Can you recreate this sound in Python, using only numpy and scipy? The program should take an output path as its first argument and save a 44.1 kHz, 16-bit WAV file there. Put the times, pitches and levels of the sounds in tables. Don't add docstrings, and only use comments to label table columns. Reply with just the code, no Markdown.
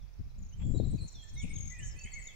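import sys
import numpy as np
from scipy import signal
from scipy.fft import rfft, irfft, next_fast_len
from scipy.io import wavfile
from scipy.ndimage import uniform_filter1d, map_coordinates

SR = 44100
rng = np.random.default_rng(int(sys.argv[2]) if len(sys.argv) > 2 else 0)


def file_out(sig):
    cols = np.atleast_2d(sig).T
    lim = np.clip(cols, -1, 1)
    pcm = np.round(lim * 32767).astype(np.int16)
    wavfile.write(sys.argv[1], SR, pcm)


N = 103635
NEAR_WET_DB, NEAR_T60_S, FAR_T60_S = -6.5, 0.36, 1.45


def near_bird():
    port_lag_s = 3.6e-5
    song = chirps() + buzzes() + trills()
    direct = np.array([song[0], map_coordinates(song[1], [np.arange(N) - port_lag_s * SR])])
    early = amp(-1) * reflections(song, spread_s=0.005)
    return direct + early + amp(NEAR_WET_DB) * trees(song, NEAR_T60_S, build_s=0.0022)


def syrinx(hz, level_db, edge=0.36, rough=0.013):
    n = len(hz)
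    u = np.linspace(0, 1, n)
    envelope = np.sin(np.pi / 2 * np.clip(np.minimum(u, 1 - u) / edge, 0, 1))
    jitter = 1 + 0.0062 * wobble(248.4, n) + rough * wobble(692.3, n)
    phase = 2 * np.pi * np.cumsum(hz * jitter) / SR
    return np.sqrt(2) * envelope * amp(level_db + 2.15 * wobble(136.8, n)) * np.sin(phase)


def chirps():
    # t/s, length/s, first f/Hz, middle f/Hz, last f/Hz, level/dB
    notes = [(0.38, 0.013, 6960, 7160, 6300, -67.5), (0.418, 0.016, 6880, 6730, 5500, -63.5),
             (0.445, 0.023, 6750, 6610, 5440, -66), (0.487, 0.017, 6840, 6390, 5900, -60.5),
             (0.523, 0.016, 6500, 6350, 5470, -64), (0.845, 0.046, 6710, 7540, 6570, -61),
             (0.905, 0.0236, 9300, 8000, 7540, -60.5), (0.954, 0.012, 6130, 6750, 6300, -65.5),
             (1.058, 0.035, 6750, 7480, 6600, -63.5), (1.122, 0.018, 8270, 6690, 6200, -60),
             (1.145, 0.021, 5430, 5800, 5450, -60.5), (1.212, 0.038, 6670, 7400, 7630, -62),
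             (1.335, 0.022, 8130, 8360, 9400, -64.5), (1.368, 0.04, 6090, 5940, 5620, -55),
             (1.49, 0.04, 9200, 8450, 8070, -61.5), (1.784, 0.022, 8460, 7790, 6500, -56),
             (1.825, 0.0407, 6125, 6375, 6480, -47), (1.905, 0.032, 5820, 5275, 5250, -60.5),
             (1.962, 0.019, 8900, 8930, 7840, -67.5), (1.988, 0.011, 6770, 6460, 5350, -55),
             (2.008, 0.018, 7280, 6900, 6030, -56.5), (2.033, 0.017, 7410, 6750, 6020, -52),
             (2.05, 0.018, 7650, 8420, 8150, -63), (2.118, 0.036, 7900, 6880, 5950, -48.5),
             (2.18, 0.056, 7670, 7750, 7140, -59)]
    # t/s, left-right/dB
    balance = [(.45, 4.5), (.8, -4), (1.1, -1)]
    out = np.zeros((2, N))
    for s, length, *pitches, db in notes:
        _, hz = arc(length, pitches)
        add(out, s, syrinx(hz, db), np.interp(s, *np.transpose(balance)))
    return out


def buzzes():
    # t/s, length/s, first, middle, last f/Hz, level/dB, left-right/dB, flutter/Hz, swing/Hz
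    notes = [(1.002, 0.061, 7600, 8650, 9060, -68, -11, 170, 554),
             (1.074, 0.021, 6900, 6630, 6200, -59.5, 13, 150, 870),
             (1.272, 0.042, 5900, 6280, 6030, -67.5, 7, 140, 1010),
             (1.384, 0.06, 5900, 6780, 6850, -60, 3, 138, 490),
             (1.409, .05, 7500, 8600, 8850, -66.5, -5, 138, 430),
             (1.824, 0.083, 6400, 6860, 6370, -56.5, -1, 190, 860)]
    out = np.zeros((2, N))
    for s, length, *pitches, db, pan, rate, swing in notes:
        add(out, s, flutter(length, pitches, db, rate, swing, rough=0.013), pan)
    return out


def flutter(length, pitches, db, rate, swing, rough, depth_db=8):
    t, hz = arc(length, pitches)
    turn = 2 * np.pi * rate * t
    return syrinx(hz + swing * np.sin(turn), db - depth_db * np.cos(turn), rough=rough)


def trills(dip_db=14.5):
    # t/s, length/s, f/Hz, syllable rate/Hz, sweep/Hz, level/dB, swell/dB, left-right/dB
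    notes = [(0.57, 0.227, 7390, 56.7, -650, -57.5, 10, -9), (1.527, 0.213, 6450, 43, 531, -47.5, 3, 7),
             (2.217, 0.066, 6950, 63, -750, -54, 8, 2)]
    out = np.zeros((2, N))
    for s, length, hz, rate, sweep, db, swell, pan in notes:
        t = np.arange(int(length * SR)) / SR
        turn = 2 * np.pi * rate * t
        level = db + swell * (t / length - .5) - dip_db * ((1 + np.cos(turn)) / 2) ** 2
        pitch = hz + sweep / 2 * signal.sawtooth(turn, width=0.8)
        add(out, s, syrinx(pitch, level, edge=0.088, rough=0.009), pan)
    return out


def far_birds():
    # t/s, length/s, first f/Hz, middle f/Hz, last f/Hz, level/dB, left-right/dB
    whistles = [(0, 0.047, 3920, 3440, 3300, -76.5, -1), (0.293, 0.027, 4080, 4050, 3830, -73, 4),
                (0.518, 0.042, 2840, 3046, 3170, -68.5, -23), (0.601, 0.059, 3220, 3320, 3540, -65, -16),
                (0.738, 0.091, 3870, 3864, 3640, -65, -0.5), (0.775, 0.023, 4560, 4190, 4160, -60.5, 7),
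                (0.833, 0.024, 4520, 4100, 3850, -64, -7), (0.921, 0.045, 4050, 3980, 4110, -64.5, 4),
                (0.972, 0.03, 2660, 2490, 2400, -66, 23), (0.978, 0.051, 4830, 4200, 4120, -58.5, -3),
                (1.01, 0.058, 4074, 4166, 4390, -58.5, 0.5), (1.135, 0.12, 3806, 3338, 3316, -61, -6),
                (1.223, 0.072, 1840, 1763, 1814, -69, 11), (1.351, 0.058, 4010, 3650, 3735, -59.5, -3),
                (1.395, 0.046, 3680, 3240, 2720, -59, -27), (1.361, 0.084, 2100, 2214, 2220, -54, 7),
                (1.501, 0.037, 2112, 2255, 2100, -51.5, 10), (1.557, 0.029, 3903, 3420, 2890, -58.5, -7.5),
                (1.697, 0.09, 1976, 1989, 1853, -56, 6), (1.768, 0.129, 1933, 1723, 1706, -61, 11),
                (1.726, 0.088, 2333, 2462, 2437, -61, -8), (1.787, 0.08, 2515, 3024, 2963, -59, -11),
                (1.953, 0.12, 2387, 2648, 2446, -57, -8.5), (1.976, 0.058, 4400, 4520, 4584, -63.5, 1),
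                (2.036, 0.06, 3010, 3064, 3370, -62.5, -5), (2.096, 0.073, 4460, 4420, 4320, -65.5, 8),
                (2.115, 0.095, 1934, 2207, 1835, -49.5, 8.5), (2.264, 0.062, 3900, 3470, 3000, -61.5, -7)]
    # t/s, length/s, first, middle, last f/Hz, level/dB, left-right/dB, flutter/Hz, swing/Hz
    burrs = [(1.42, 0.0668, 2596, 2529, 2357, -60, 12, 72, 282),
             (2.042, 0.053, 2277, 2177, 2080, -56.5, 9, 75, 199)]
    out = np.zeros((2, N))
    for s, length, *pitches, db, pan in whistles:
        _, hz = arc(length, pitches)
        add(out, s, syrinx(hz, db, edge=0.3, rough=0.004), pan)
    for s, length, *pitches, db, pan, rate, swing in burrs:
        add(out, s, flutter(length, pitches, db, rate, swing, rough=0.06), pan)
    return out + amp(-0.5) * trees(out, FAR_T60_S, build_s=0.0022)


def flock(count=40, start_s=0.88, length_s=0.025, low_hz=5240, high_hz=8140):
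    out = np.zeros((2, N))
    for k, (when, pitch, glide, side) in enumerate(rng.random((count, 4))):
        s = start_s + (N / SR - start_s) * (k + when) / count
        hz = low_hz * (high_hz / low_hz) ** pitch
        slide = 1 + 0.1142 * np.sign(glide - .5) * np.linspace(-1, 1, int(length_s * SR))
        add(out, s, syrinx(hz * slide, level_db=-67.5), pan_db=10 * (side - .5))
    return reflections(out, spread_s=0.024) + trees(out, FAR_T60_S, build_s=0.004)


def ticks(count=7, start_s=0.019, gap_s=0.054, length_s=0.02, base_hz=5340):
    out = np.zeros((2, N))
    ramp = np.linspace(-1, 1, int(length_s * SR))
    for k in range(count):
        hz = base_hz * (1 + 0.16 * (ramp + rng.uniform(-.5, 0.17)))
        add(out, start_s + k * gap_s, syrinx(hz, level_db=-75), pan_db=16)
    return out + amp(NEAR_WET_DB) * trees(out, NEAR_T60_S, build_s=0.0084)


def reflections(x, spread_s, count=8):
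    taps = np.zeros((2, SR // 10))
    for ear in taps:
        signs = rng.choice([-1, 1], count)
        delays = (spread_s * SR * rng.random(count)).astype(int)
        ear[delays] = signs / np.sqrt(count)
    return signal.fftconvolve(x, taps, axes=1)[:, :N]


def trees(x, t60, build_s):
    t = np.arange(SR) / SR
    tail = rng.standard_normal((2, SR)) * amp(-60 * t / t60) * (1 - np.exp(-t / build_s))
    tail /= np.linalg.norm(tail, axis=1, keepdims=True)
    return signal.fftconvolve((x + x.mean(0)) / 2, tail, axes=1)[:, :N]


def wind(calm_db=-55, eddy_growth=1.536):
    # t/s, half width/s, level/dB
    gusts = [(0.038, 0.0073, -42), (0.205, 0.0067, -29.5), (0.263, 0.014, -40), (0.422, 0.038, -38),
             (.675, 0.043, -31), (0.768, 0.067, -23.5), (0.86, 0.038, -28.5), (0.946, 0.012, -25),
             (1.021, 0.02, -30.5), (1.173, 0.016, -42), (1.353, 0.021, -36.5), (1.447, 0.0072, -26),
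             (1.56, 0.067, -33.5), (1.676, 0.014, -39.5), (1.84, 0.032, -38), (1.953, 0.018, -39.5),
             (2.053, 0.0065, -33.5), (2.18, 0.032, -47)]
    # t/s, width/s, peak level/dB
    puffs = [(0.7474, 0.00089, -16.5), (0.8008, 0.00059, -15), (.807, 0.0012, -16.5),
             (1.441, 0.0029, -26.5)]
    # f/Hz, relative level/dB
    rumble = [(12, 3.5), (25, -8.5), (75, 3), (120, -1), (200, -14.5), (350, -49), (700, -82)]
    eddies = [(60, -21), (130, 7.5), (230, 3), (330, -6.5), (480, -16.5), (700, -26.5), (1100, -41.5),
              (2500, -99.5)]
    lee = [(20, 5), (40, 14.5), (80, 1.5), (160, -19.5), (400, -48), (900, -112)]
    t = np.arange(N) / SR
    power = sum(amp(db) ** 2 * np.exp(-((t - s) / width) ** 2 / 2) for s, width, db in gusts)
    force_db = 10 * np.log10(amp(calm_db) ** 2 + power)
    left = amp(force_db - 2) * steady(noise(rumble))
    eddy_db = eddy_growth * force_db + 4 + 2.5 * wobble(59.6, N)
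    left += amp(eddy_db) * steady(noise(eddies))
    for s, width, db in puffs:
        u = (t - s) / width
        left += amp(db) * (1 - u ** 2 / 2) * np.exp(-u ** 2 / 2)
    lee_db = -42.5 + 0.32 * (force_db - force_db.mean()) + 3 * wobble(18.0, N)
    return np.array([left, amp(lee_db) * steady(noise(lee))])


def rustle():
    # t/s, width/s, level/dB
    scuffs = [(0.602, 0.0045, -61.5), (0.623, 0.0065, -59)]
    # f/Hz, relative level/dB
    spectrum = [(300, -5), (900, 4.5), (1500, -4.5), (2400, 5), (3500, -4.5), (6000, -34.5)]
    t = np.arange(N) / SR
    envelope = sum(amp(db) * np.exp(-((t - s) / width) ** 2 / 2) for s, width, db in scuffs)
    return envelope * np.array([noise(spectrum), noise(spectrum)])


def hush():
    # f/Hz, relative level/dB
    spectrum = [(600, 1), (1300, -4.5), (1700, -6.5), (2450, -3.5), (2950, -10), (6000, -7.5),
                (8000, -21.5), (15500, -17.5)]
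    # t/s, gain/dB
    rise = [(.55, -66), (1.0, -63.5), (2.35, -62.5)]
    gain = amp(np.interp(np.arange(N) / SR, *np.transpose(rise)))
    separate = np.array([noise(spectrum), noise(spectrum)])
    return gain * (0.65 * separate + 0.21 * noise(spectrum))


def amp(db):
    return 10 ** (np.asarray(db) / 20)


def arc(length, pitches):
    t = np.arange(int(length * SR)) / SR
    return t, np.polyval(np.polyfit([0, .5, 1], pitches, 2), t / length)


def wobble(rate, size):
    return map_coordinates(rng.standard_normal(2000), [np.arange(size) * rate / SR + 2], mode="mirror")


def noise(spectrum):
    m = next_fast_len(N + 8192)
    f, db = np.transpose(spectrum)
    gain = amp(np.interp(np.log(np.fft.rfftfreq(m, 1 / SR) + 1), np.log(f + 1), db))
    x = irfft(rfft(rng.standard_normal(m)) * gain, m)[:N]
    return x / x.std()


def steady(x):
    return x / np.sqrt(np.abs(uniform_filter1d(x ** 2, size=1500)) + 0.051)


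def add(out, s, x, pan_db):
    i = max(round(s * SR), 0)
    x = x[:max(N - i, 0)]
    gain = amp([[pan_db / 2], [-pan_db / 2]])
    out[:, i:i + len(x)] += x * gain / np.sqrt(np.mean(gain ** 2))


def scene():
    return near_bird() + ticks() + flock() + far_birds() + wind() + rustle() + hush()


def record(dry, top_hz=15720):
    m = next_fast_len(N + 8192)
    return irfft(rfft(dry, m) * (np.fft.rfftfreq(m, 1 / SR) < top_hz), m)[:, :N]


dry = scene()
out = record(dry)
file_out(out)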